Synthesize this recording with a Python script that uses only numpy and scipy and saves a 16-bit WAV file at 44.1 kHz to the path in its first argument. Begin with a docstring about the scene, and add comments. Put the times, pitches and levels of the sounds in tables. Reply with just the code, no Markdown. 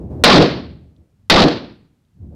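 """Two rifle shots crack over an open gravel range, overloading a small microphone a few metres away.
Each muzzle blast is decaying noise with pressure pushes. Shaped noise makes the scatter off the gravel,
the slaps from targets and barriers, the booms off the earth banks and the roll that dies away.
Spent cases tick faintly on the ground as short noise bursts, and wind rumbles as slowly varying noise."""
import sys
import numpy as np
from scipy import signal
from scipy.fft import rfft, irfft, next_fast_len
from scipy.io import wavfile
from scipy.ndimage import uniform_filter1d, minimum_filter1d, map_coordinates

SR = 44100
rng = np.random.default_rng(int(sys.argv[2]) if len(sys.argv) > 2 else 0)


def dump(signal):
    """Clip the signal to [-1, 1] and save it as 16-bit WAV at the path in sys.argv[1]."""
    limited = np.clip(np.atleast_2d(signal).T, -1, 1)
    pcm = np.round(limited * 32767).astype(np.int16)
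    wavfile.write(sys.argv[1], SR, pcm)


N = 103635

# Spectrum of the sharp blast and its slaps: frequency_hz, density_db (relative, per Hz)
CRACK_SPECTRUM = [(100, -9.5), (500, 4), (1500, 0), (2700, -2), (4000, 2), (5200, -6), (6500, -19.5),
                  (9000, -31.5), (16000, -44.5)]


def amp(db):
    """Level law: twenty decibels are a factor of ten in amplitude."""
    return 10 ** (np.asarray(db) / 20)


def unit(x):
    """Normalisation: division by the root mean square gives a signal of rms 1."""
    return x / np.sqrt(np.mean(x ** 2) + 1e-20)


def along(points, hz):
    """Interpolation of (frequency_hz, value) points along a logarithmic frequency axis."""
    frequency_hz, value = np.transpose(points)
    return np.interp(np.log(hz + 1), np.log(frequency_hz + 1), value)


def filtered(x, response):
    """Linear filtering: the spectrum is multiplied by a response of frequency."""
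    size = next_fast_len(N + SR // 2)  # padded against wrap-around
    spectrum = rfft(x, size) * response(np.fft.rfftfreq(size, 1 / SR))
    return irfft(spectrum, size)[:N]


def noise(spectrum):
    """Coloured noise: white noise shaped by a spectral density, at rms 1."""
    white = rng.standard_normal(N)
    return unit(filtered(white, lambda hz: amp(along(spectrum, hz))))


def wobble(knots_per_s):
    """Slow random modulation: a smooth curve through random knots."""
    knots = rng.standard_normal(N)
    return map_coordinates(knots, [np.arange(N) * knots_per_s / SR], mode="mirror")


def delayed(x, delay_s):
    """Propagation delay: the signal starts later and is otherwise unchanged."""
    return np.pad(x, (max(round(delay_s * SR), 0), 0))[:N]


def burst(spectrum, t60_s):
    """Exponential decay: noise starts at once and falls 60 dB in t60_s."""
    return noise(spectrum) * amp(-60 * np.arange(N) / SR / t60_s)


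def rifle():
    """Superposition: each shot sums a blast, partly repeatable echoes and a diffuse roll."""
    # The shots: start_s, blast_db, echo_db, roll_db
    shots = [(0.2382, 20, 2, -0.5), (1.299, 14.5, -5.5, -7)]
    blast_t60_s = 0.06
    alike = 0.61  # share of echo power common to both shots
    common = echoes()
    out = np.zeros(N)
    for start_s, blast_db, echo_db, roll_db in shots:
        answer = np.sqrt(alike) * common + np.sqrt(1 - alike) * echoes()
        blast = amp(blast_db) * burst(CRACK_SPECTRUM, blast_t60_s) + pushes()
        shot = blast + amp(echo_db) * answer + amp(roll_db) * roll()
        out += delayed(shot, start_s)
    return out


def pushes():
    """Blast-wave pressure: a quick compression, then a slower suction."""
    # Waves from the muzzle, a near barrier and the bank: delay_s, level_db, compression_s
    waves = [(.007, 0.5, 0.0084), (0.05, 5.5, 0.0033), (0.128, -1, .006)]
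    rise_s = 0.0017
    t = np.arange(N) / SR
    rise = 1 - np.exp(-(t / rise_s) ** 2)
    out = np.zeros(N)
    for delay_s, level_db, compression_s in waves:
        wave = rise * (1 - t / compression_s) * np.exp(-t / compression_s)
        out += delayed(amp(level_db) * wave, delay_s)
    return out


def echoes():
    """Superposition of the reflections from the range."""
    return gravel_scatter() + ground_body() + hollow_note() + bank_booms() + slaps()


def slaps():
    """Specular reflection: hard surfaces return short copies in the blast's colour."""
    # Hard surfaces down range: delay_s, level_db
    surfaces = [(.019, 3), (.038, 6.5), (.059, 10), (.080, 5), (.102, 8), (.118, 5.5), (.136, 5),
                (.182, -0.5)]
    rise_s, t60_s = 0.0028, 0.025
    rise = 1 - np.exp(-(np.arange(N) / SR / rise_s) ** 2)
    out = np.zeros(N)
    for delay_s, level_db in surfaces:
        out += delayed(amp(level_db) * rise * burst(CRACK_SPECTRUM, t60_s), delay_s)
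    return out


def ground_decay_db():
    """Two-slope decay: ground scatter sags gently, then dies quickly."""
    sag_db_per_s, hold_s, t60_s = 31.5, 0.13, 0.11  # t60 of the added later decay
    t = np.arange(N) / SR
    return -sag_db_per_s * t - 60 * np.maximum(t - hold_s, 0) / t60_s


def gravel_scatter():
    """Diffuse scattering: the gravel returns bright, grainy noise."""
    # Spectrum of the bright scatter: frequency_hz, density_db (relative, per Hz)
    spectrum = [(200, -20.5), (700, -9), (1400, 1.5), (1900, 0), (2800, -3), (4000, 3), (5000, -4),
                (6300, -17.5), (9000, -34), (16000, -61.5)]
    level_db, grain_db = -6.5, 4
    return noise(spectrum) * amp(level_db + ground_decay_db() + grain_db * wobble(240))


def ground_body():
    """Diffuse build-up: a lower, lumpy part of the ground scatter grows before it dies."""
    # Spectrum of the lower scatter: frequency_hz, density_db (relative, per Hz)
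    spectrum = [(30, -20.5), (100, -5), (220, 3.5), (400, -7.5), (600, 1), (850, 4.5), (1300, -7.5),
                (2500, -27.5), (6000, -60)]
    level_db, lump_db, rise_s = -6, 2, 0.035
    rise = np.minimum(np.arange(N) / SR / rise_s, 1)
    return noise(spectrum) * rise * amp(level_db + ground_decay_db() + lump_db * wobble(110))


def hollow_note():
    """Resonance: a narrow band of noise swells and fades as a hollow note in the echo."""
    centre_hz, half_gain_offset_hz = 1100, 110
    peak_s, spread_s, level_db = 0.082, 0.022, -5.5
    white = rng.standard_normal(N)
    note = unit(filtered(white, lambda hz: 1 / (1 + ((hz - centre_hz) / half_gain_offset_hz) ** 2)))
    swell = np.exp(-((np.arange(N) / SR - peak_s) / spread_s) ** 2)
    return note * amp(level_db) * swell


def bank_booms():
    """Extended reflection: dull noise from each earth bank swells to a peak, then decays."""
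    # Near and far bank: peak_s, level_db
    banks = [(0.164, -2), (0.347, -31.5)]
    # Spectrum of the booms: frequency_hz, density_db (relative, per Hz)
    spectrum = [(30, -25), (80, -11.5), (140, 1.5), (260, 3), (420, -1), (660, -4), (850, -18), (1200, -18),
                (2500, -32), (6000, -69)]
    rise_db_per_s, t60_s = 37.5, 0.24
    t = np.arange(N) / SR
    out = np.zeros(N)
    for peak_s, level_db in banks:
        swell_db = np.minimum(rise_db_per_s * (t - peak_s), 60 * (peak_s - t) / t60_s)
        out += noise(spectrum) * amp(level_db + swell_db)
    return out


def roll():
    """Frequency-dependent decay: far scatter builds up and dies away, the bass last."""
    # Spectrum of the roll: frequency_hz, density_db (relative, per Hz)
    spectrum = [(30, -20), (70, -3), (250, 6.5), (500, 3.5), (900, -4.5), (2000, -8), (3000, -8.5),
                (4300, -6.5), (5200, -14), (6500, -28.5), (9000, -44.5), (16000, -75)]
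    # Decay time of the roll: frequency_hz, t60_s
    decay = [(60, 1.05), (200, 0.78), (500, 0.48), (1000, 0.49), (2000, 0.49), (4500, 0.48), (9000, 0.28)]
    level_db, build_s = -12, 0.18
    hz, t, bands = signal.stft(noise(spectrum), SR, nperseg=512)
    fade = amp(-60 * np.maximum(t - build_s, 0) / along(decay, hz)[:, None])
    build = np.minimum(t / build_s, 1)
    tail = signal.istft(bands * fade * build, SR, nperseg=512)[1][:N]
    return tail * amp(level_db + 1.1 * wobble(45))


def cases():
    """Impact excitation: spent cases landing on the gravel give short, damped ticks."""
    # Landings: start_s, level_db
    landings = [(.964, -57), (2.0501, -64.5)]
    # Spectrum of a tick: frequency_hz, density_db (relative, per Hz)
    spectrum = [(500, -25), (2000, -23), (3500, 13), (5000, -6), (7000, -26), (14000, -39)]
    t60_s = 0.017
    return sum(delayed(amp(level_db) * burst(spectrum, t60_s), start_s) for start_s, level_db in landings)


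def wind():
    """Turbulent pressure: gusts buffet the microphone over a faint steady hiss."""
    # Three successive stretches of gusts: time_s, rumble_db, flutter_db
    gusts = [
        [(0.0, -27.5, -37.5), (0.098, -29, -39), (0.108, -26.5, -31.5), (0.176, -25, -36), (0.22, -27.5, -33.5)],
        [(0.75, -39.5, -52), (0.968, -51.5, -64.5), (0.996, -45.5, -59), (1.064, -59.5, -68),
         (1.22, -53.5, -77)],
        [(1.88, -70, -72.5), (2.138, -62, -84.5), (2.232, -29.5, -49.5), (2.3, -36.5, -60),
         (2.33, -33.5, -45.5)],
    ]
    # Spectra of rumble, flutter and hiss: frequency_hz, density_db (relative, per Hz)
    rumble_spectrum = [(15, -36), (30, -22), (70, 3.5), (120, -0.5), (200, -6), (290, -13.5), (450, -32.5),
                       (1000, -74.5)]
    flutter_spectrum = [(150, -33.5), (300, 0.5), (400, -5.5), (600, -10.5), (900, -22.5), (1500, -40),
                        (3000, -52), (8000, -59.5)]
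    hiss_spectrum = [(100, 1), (500, -9), (1500, -15), (5000, -21.5), (9000, -24), (16000, -26)]
    hiss_db = -70.5
    time_s, *levels = np.transpose(np.vstack(gusts))
    rumble_db, flutter_db = [np.interp(np.arange(N) / SR, time_s, level) for level in levels]
    lumps_db = 1.5 * wobble(23)
    rumble = noise(rumble_spectrum) * amp(rumble_db + lumps_db)
    flutter = noise(flutter_spectrum) * amp(flutter_db + lumps_db)
    return rumble + flutter + amp(hiss_db) * noise(hiss_spectrum)


def scene():
    """Superposition: all sound pressures add at the one microphone."""
    return (rifle() + cases() + wind())[None]


def record(dry):
    """Saturation: the microphone overloads, a very fast limiter flattens peaks, a filter cuts the top."""
    # Treble colour: frequency_hz, gain_db
    treble = [(7000, -0.5), (11000, -2), (15000, -4.5)]
    overload_top = 3.6
    limit_top, limit_hold_s = 0.81, 0.0007  # limit in amplitude, ahead of the filter
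    top_hz, top_steepness = 15800, 70
    overloaded = overload_top * np.tanh(dry[0] / overload_top)
    size = round(limit_hold_s * SR)
    needed = limit_top / np.maximum(np.abs(overloaded), limit_top)
    # The centred windows lower the gain just ahead of each peak
    gain = uniform_filter1d(minimum_filter1d(needed, size), size)

    def response(hz):
        """Low-pass filtering: the treble colour ends in a steep band limit."""
        return amp(along(treble, hz)) / (1 + (hz / top_hz) ** top_steepness)

    return filtered(overloaded * gain, response)[None]


dry = scene()
out = record(dry)
dump(out)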